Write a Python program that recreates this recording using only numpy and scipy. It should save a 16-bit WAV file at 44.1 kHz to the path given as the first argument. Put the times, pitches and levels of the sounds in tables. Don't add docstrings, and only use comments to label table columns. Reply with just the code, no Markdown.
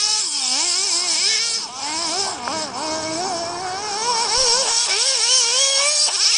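import sys
import numpy as np
from scipy import signal
from scipy.fft import rfft, irfft
from scipy.io import wavfile
from scipy.ndimage import uniform_filter1d

SR = 44100
rng = np.random.default_rng(int(sys.argv[2]) if len(sys.argv) > 2 else 0)


def voltage_ratio(decibels):
    exponent = np.asarray(decibels, float) / 20
    return 10 ** exponent


def persist_wave(psi):
    counts = np.round(np.clip(psi, -1, 1) * 32767).astype(np.int16)
    wavfile.write(sys.argv[1], SR, np.atleast_2d(counts).T)


N = 280917
STEP = 32
OVERRUN_HZ_PER_S = 3100

# (time [s], firing rate [Hz])
FREE_SPEED = [(0, 416.6), (.2, 429), (.3, 300.6), (.44, 256), (.54, 258), (.66, 360), (1.08, 359.6),
              (1.3, 440), (1.58, 452.7), (1.69, 235), (2.2, 402.3), (2.6, 311), (3.15, 315.8),
              (3.57, 350.3), (4.09, 484), (4.4, 521.6), (5.79, 548.6), (6.37, 657.3)]
# (deepest time [s], loss [firings/s], fall [s], recovery [s])
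BOGS = [(.718, 19, 0.055, 0.052), (.938, 24, 0.045, 0.1), (1.16, 78, 0.1, .14), (1.377, 17, 0.043, 0.017),
        (1.616, 52, 0.037, 0.047), (1.815, 14.12, 0.02015, 0.0502), (2.095, 66.5, 0.064, 0.11),
        (2.395, 115, 0.079, 0.085), (2.474, 96, .08, 0.067), (2.735, 84.4, 0.1, 0.099),
        (3.712, 28, .07, 0.14), (3.931, 51.4, 0.062, 0.13), (4.171, 43.5, 0.068, 0.13),
        (4.283, 109, 0.044, .11), (4.5, 66.7, 0.073, 0.1), (4.669, 91, 0.051, 0.18), (4.76, 18, .05, .1),
        (4.85, 42, .1, 0.039), (4.905, 180, 0.054, 0.16), (5.208, 98, 0.068, 0.18), (5.448, 88, .09, 0.17),
        (6.098, 80, .02, 0.063), (6.175, 84, 0.013, .065), (6.255, 79, 0.017, 0.062),
        (6.33, 88, 0.013, 0.059)]
# (time [s], loss [firings/s], fall [s], recovery [s])
LANDING = [
    (6.098, 205, .035, 1.2),
]
# (peak time [s], gain [firings/s], rise [s], fall [s])
WHEELSPINS = [(.2, 6.3, 0.09, 0.023), (1.796, 11.2, 0.034, 0.012), (2.3, 12, 0.049, 0.031),
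              (.858, 40.6, .1, .05), (1.48, 22, .1, 0.05398), (3.273, 74, .12, .08),
              (3.632, 15, 0.0607, 0.04017), (4.61, 15.57, 0.03131, 0.0202), (5.927, 35, .14, .05),
              (6.025, 20.1, 0.0468, 0.02858)]
# (loudest time [s], level [dB], rise [s], fall [s])
SCRAPES = [(1.35, 1.5, 0.1, 0.052), (1.8, 3.5, .06, 0.38), (2.29, 4.5, .06, .06), (3.86, 2.5, .04, .04),
           (4.68, 8, 0.031, .06), (4.9, 6.5, 0.042, 0.11), (5.8, 5, 0.036, 0.051), (6.09, 10, 0.018, .05),
           (6.27, 3.5, .08, 0.057)]
# (time [s], level [dB])
NEARNESS = [(0, 1.5), (.2, 3.5), (.35, 9), (.57, 3.5), (.94, 2), (1.22, 3.5), (1.51, 1), (1.9, -1.5),
            (2.2, 1.5), (2.55, -1.5), (2.93, -2.5), (3.21, -2.5), (3.55, -7), (3.9, -3.5), (4.05, 0),
            (4.45, 4.5), (5.9, 4), (6.37, 4.5)]
# (time [s], level [dB])
EXHAUST_AIM = [(0, -15), (.6, -5), (1.1, -3.5), (1.5, -15.5), (1.9, -4), (2.2, 4), (2.6, 2.5), (3.1, 6.5),
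               (3.3, 6), (3.7, 8.5), (4.2, 7.5), (4.6, 8), (4.8, -1.5), (5.2, 1.8), (5.6, 2.5), (5.87, 9.5),
               (6.0, -3.5), (6.37, -7)]
# (time [s], level [dB])
ENGINE_LOAD = [(0, 4), (.2, 3.5), (.3, -8.5), (.55, 0), (1.0, -1.5), (1.2, 0), (1.32, 10), (1.55, 5),
               (1.8, 1.5), (2.3, -1), (2.5, 3), (3.2, -2), (3.9, 1.5), (4.2, 1.5), (4.6, -2.5), (5.05, 3.5),
               (6.05, 0), (6.37, 5.5)]
# (deepest time [s], loss [dB], fall [s], recovery [s])
THROTTLE_LIFTS = [(.3, 10, 0.097, 0.28), (1.72, 8, 0.18, 0.13), (2.4, 8, 0.15, 0.14), (2.71, 7.5, .07, .12),
                  (3.05, 1.5, .1, 0.11), (4.28, 3, 0.02, 0.032), (4.88, 5.5, 0.018, 0.017),
                  (6.1, 7.5, 0.016, 0.059), (6.18, 5, 0.02, .03)]
# (level [dB], shares of nearness, aim, load, lift, scrape and
# camera gain [dB/dB], change [dB per 100 firings/s lost])
VOICES = dict(first=(-34, 0.73, 0.7354, 0.12, 1, -.3, 0.15, -2),
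          second=(-34.5, 0.5, 1.29, 0.43, 2, 0, 0.06, -1.5),
          middle=(-38.5, 0.66, 0.33, 1.31, 0.3, 0.3, 0.09, 0.3),
          upper=(-36.5, 1.01, 0.15, 0.69, 5.6, 0, -0.34, 0.6),
          top=(-37.5, 1.2, 0.09, 0.78, 1.4, -0.3, -0.18, 1.4),
          roar=(-38, 0.23, 0.35, -0.09, 0.53, 1.37, 0.3671, 0.04),
          rattle=(-40, 1.55, 0.16, 0.74, 0.8, .8, -0.06, -0.5),
          hiss=(-26, 1.2369, -0.17, -0.33, 1.68, -0.01, 0.03, 0.57),
          sheen=(-3, 0.01, 0.02, -0.02, -0.1, -0.1, -0.27, -0.9))
OVERRUN_DB = dict(first=-1.5, second=-5.5, middle=-10.5, upper=-4.5, top=-3, roar=6, rattle=3.5, hiss=-3.5, sheen=5.5)
# (frequency [Hz], width [Hz], level [dB])
PIPE_BOOM = [(235, 30, -0.5), (480, 52, -2.5), (323, 60, -1), (532, 24, 3), (717, 56, 3.5), (1077, 48, -10)]
# (frequency [Hz], width [Hz], level [dB])
PIPE_SHELL = [(824, 230, 9.5), (1310, 510, -3), (2240, 148, 4), (2670, 73, -12), (3303, 47, 7.5),
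              (3458, 267, -12), (4575, 104, -19.5), (6300, 170, 5.5), (7100, 630, -12.5)]
# (time [s], half length [s], frequency [Hz], level [dB])
SWELLS = [(0.028, 0.03, 5040, -8), (0.32, 0.099, 3220, 19), (0.457, 0.064, 3640, 13.5),
          (0.839, 0.06, 4940, -21), (1.087, 0.3, 2200, 5), (1.25, 0.071, 4930, 9.5),
          (1.314, 0.19, 5400, 4.5), (1.333, 0.11, 4000, 5.5), (1.336, 0.18, 1300, -17),
          (1.552, 0.11, 4620, 22), (1.89, 0.11, 2070, 12), (3.064, 0.051, 2240, 16), (3.74, 0.14, 1527, 5),
          (1.723, 0.12, 756, -13), (4.458, 0.074, 5536, 14), (4.516, 0.24, 1485, 8.5),
          (5.324, 0.098, 3010, 10.5), (5.369, 0.12, 6230, 7), (5.504, 0.053, 2465, 10),
          (5.648, 0.067, 2204, 5), (5.65, 0.13, 3223, 10), (5.735, 0.3, 6620, 14), (5.86, 0.14, 2320, 13.5),
          (6.033, 0.06, 4610, 24), (0.086, 0.1, 840, 19.5), (1.432, 0.18, 2250, 0), (1.953, .2, 992, 8),
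          (3.95, .1, 415, -1), (4.805, 0.096, 480, -10), (4.806, .08, 3350, 5)]
# (frequency [Hz], level [dB])
ROAR_TONE = [(150, -21), (300, -19), (550, -6), (850, 3), (1100, 0.5), (1350, -5.5), (2200, -5.5),
             (3000, -46)]
# (frequency [Hz], level [dB])
RATTLE_TONE = [(1200, -22), (1900, 0.5), (2500, -2), (3000, 0.5), (4200, -7), (5500, -40.5)]
# (frequency [Hz], level [dB])
HISS_TONE = [(2800, -30), (3800, -16), (4600, -2.5), (5600, -1.5), (6600, -3.5), (8500, -5), (9500, -13.5),
             (10300, -18.5)]
# (frequency [Hz], width [Hz], level [dB])
METAL_RINGS = [(5337, 138, 9.5), (7100, 200, -2.5), (7814, 115, 8.5), (9200, 67, 11)]
# (time [s], pitch factor [ratio])
DOPPLER = [(0, .98), (2.4, .975), (3.3, 1.005), (4.5, 1.025), (6.0, 1.025), (6.37, 1.0)]
# (time [s], level [dB])
TOWN_LEVEL = [(0.0, -65.5), (1.84, -59), (2.71, -48.5), (4.28, -52), (4.35, -53.5), (5.14, -66.5),
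              (6.37, -70.5)]
# (frequency [Hz], level [dB])
TOWN_TONE = [(20, -23.5), (50, -19), (100, -3), (140, -8.5), (200, 0), (300, -5), (450, 1), (700, -57.5)]
# (time [s], peak level [dB], fall [s])
WIND_PUFFS = [(.62, -50, 0.024), (.98, -48, 0.018), (4.378, -22.5, 0.0056), (4.402, -27, .005),
              (4.425, -28, 0.023), (4.495, -34, 0.027), (4.572, -40, .012), (4.709, -38, 0.018),
              (4.921, -46, 0.021)]
# (time [s], peak level [dB], frequency [Hz], fall [s])
CHASSIS_KNOCKS = [
    (2.4785, -2, 1230, 0.00035),
    (6.085, -32, 1040, 0.0045),
    (6.093, -32, 605, 0.014),
    (6.322, -19.5, 2733, 0.0044),
]
# (frequency [Hz], width [Hz], level [dB])
MICROPHONE = [(1977, 114, -18), (3480, 270, 1)]


def curve(table):
    times, values = np.transpose(table)
    return np.interp(np.arange(N) / SR, times, values)


def tents(rows):
    t = np.arange(N) / SR
    return sum(np.interp(t, [s - abs(rise), s, s + abs(fall)], [0, size, 0]) for s, size, rise, fall in rows)


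def unit(x):
    return x / np.sqrt(np.mean(x ** 2))


def walk(rate):
    hold = int(SR / STEP / rate)
    held = np.repeat(rng.standard_normal(N // STEP // hold + 2), hold)
    slow = uniform_filter1d(uniform_filter1d(held, hold), hold)
    return np.interp(np.arange(N), STEP * np.arange(len(slow)), unit(slow))


def bumps(hz, modes):
    return sum(db / (1 + ((hz - f) / width) ** 2) for f, width, db in modes)


def shape(x, tone):
    hz = np.fft.rfftfreq(N, 1 / SR) + 1
    f, db = np.transpose(tone)
    tone_db = np.interp(np.log(hz), np.log(f), db, left=-99, right=-99)
    return irfft(rfft(x) * voltage_ratio(tone_db), N)


def flutter(tone, gate, own_db, rate, count=3, top_db=0):
    spec = rfft(shape(gate * rng.standard_normal(N), tone))
    hz = np.fft.rfftfreq(N, 1 / SR) + 1
    lowest, highest = tone[0][0], tone[-1][0]
    out = 0
    for centre in lowest * 2 ** np.arange(0, np.log2(highest / lowest) + 1 / count, 1 / count):
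        share = np.clip(1 - count * np.abs(np.log2(hz / centre)), 0, 1)
        lean = np.clip(np.log2(centre / 6500) / .5, 0, 1)
        out = out + irfft(spec * share, N) * voltage_ratio(own_db * walk(rate) + lean * top_db)
    return unit(out)


def revs():
    rate = curve(FREE_SPEED) - tents(BOGS + LANDING) + tents(WHEELSPINS)
    return uniform_filter1d(rate, size=350)


def crank(smooth_revs):
    wander = (1 + tents(SCRAPES) / 4) * .008 * walk(55)
    hz = smooth_revs * (1 + wander + .006 * walk(24))
    turns = np.cumsum(hz) / SR + .006 * walk(300)
    return hz, turns


def voices(smooth_revs):
    gain = curve(TOWN_LEVEL)
    drive = np.array([np.ones(N), curve(NEARNESS), curve(EXHAUST_AIM), curve(ENGINE_LOAD),
                      -tents(THROTTLE_LIFTS), tents(SCRAPES), gain - gain.mean(),
                      tents(BOGS + LANDING) / 100])
    falling = -np.gradient(uniform_filter1d(smooth_revs, size=900)) * SR
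    overrun = np.tanh(np.maximum(falling / OVERRUN_HZ_PER_S, 0))
    return {name: np.array(shares) @ drive + OVERRUN_DB[name] * overrun for name, shares in VOICES.items()}


def pipe(hz, turns, level):
    i = np.arange(0, N, STEP)
    out = 0
    for k in range(1, 18):
        if k <= 2:
            db = level["first"] if k == 1 else level["second"]
            modes, fast_db, slow_db = PIPE_BOOM, 1.8, 2.0
        else:
            db = level["middle"] if k <= 5 else level["upper"] if k <= 8 else level["top"] - 2 * max(k - 13, 0)
            modes, fast_db, slow_db = PIPE_SHELL, 2.1, 1.0
        partial_hz = k * hz[i]
        ring = bumps(partial_hz, modes)
        for s, half, f, swell_db in SWELLS:
            in_time = ((i / SR - s) / half) ** 4
            in_pitch = ((partial_hz - f) / (.06 * f)) ** 2
            ring = ring + swell_db * np.exp(-in_time - in_pitch)
        db = db + np.interp(np.arange(N), i, ring) + fast_db * walk(38) + slow_db * walk(13)
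        out = out + voltage_ratio(db) * np.sin(2 * np.pi * (k * turns + rng.random()))
    return out


def gas(turns, level):
    size = voltage_ratio(2.0 * rng.standard_normal(N // 40))[turns.astype(int) + 1]
    gate = 1.3 + size * np.exp(-(turns % 1) / .3)
    roar = voltage_ratio(level["roar"]) * flutter(ROAR_TONE, gate, own_db=3.07, rate=16)
    rattle = voltage_ratio(level["rattle"]) * flutter(RATTLE_TONE, gate, own_db=3.0, rate=16)
    hiss = flutter(HISS_TONE, gate, own_db=2.5, rate=30, count=6, top_db=level["sheen"])
    return roar + rattle + voltage_ratio(level["hiss"] + walk(16)) * hiss


def metal(x):
    hz, s, spec = signal.stft(x, SR, nperseg=512)
    shift = np.interp(s, *np.transpose(DOPPLER))
    ringing = voltage_ratio(bumps(hz[:, None] / shift, METAL_RINGS))
    return signal.istft(spec * ringing, SR, nperseg=512)[1][:N]


def rumble():
    return voltage_ratio(curve(TOWN_LEVEL) + 10.5) * flutter(TOWN_TONE, 1, own_db=3.0, rate=6)


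def wind():
    t = np.arange(N) / SR
    steps = sum(voltage_ratio(db) * (t > s) * np.exp(-np.abs(t - s) / fall) for s, db, fall in WIND_PUFFS)
    flow = unit(shape(rng.standard_normal(N), [(8, 4), (30, -29), (70, -20)]))
    breeze = voltage_ratio(-65.5 + 4.3 * walk(3.6)) * flow
    return uniform_filter1d(steps, size=90) + breeze


def knocks():
    t = np.arange(N) / SR
    ticks = 0
    for s, db, hz, fall in CHASSIS_KNOCKS:
        ticks = ticks + voltage_ratio(db) * np.exp(-((t - s) / fall) ** 2) * np.cos(2 * np.pi * hz * (t - s))
    return shape(ticks, [(150, -40), (500, 0), (9000, 0)])


def scene():
    smooth_revs = revs()
    hz, turns = crank(smooth_revs)
    level = voices(smooth_revs)
    car = metal(pipe(hz, turns, level) + gas(turns, level))
    mono = car + knocks() + rumble() + wind()
    return np.array([mono, mono])


def treble_gaps(x):
    hz, _, spec = signal.stft(x, SR, nperseg=256)
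    rows, columns = spec.shape
    lost = rng.random((rows // 3 + 1, columns // 3 + 1)) < .09
    lost = np.repeat(np.repeat(lost, 3, axis=0), 3, axis=1)[:rows, :columns]
    lost = lost & (hz[:, None] > 5200)
    return signal.istft(spec * ~lost, SR, nperseg=256)[1][:N]


def top_cut(x):
    return signal.sosfilt(signal.butter(12, 10530, fs=SR, output="sos"), x)


def record(dry):
    hz = np.fft.rfftfreq(N, 1 / SR)
    heard = irfft(rfft(dry[0]) * voltage_ratio(bumps(hz, MICROPHONE)), N)
    soft = .8 * np.tanh(heard / .8)
    top_db = -.28 * np.maximum(hz - 10060, 0)
    mono = treble_gaps(irfft(rfft(soft) * voltage_ratio(top_db), N))
    return top_cut(np.array([mono, mono]))


dry = scene()
out = record(dry)
persist_wave(out)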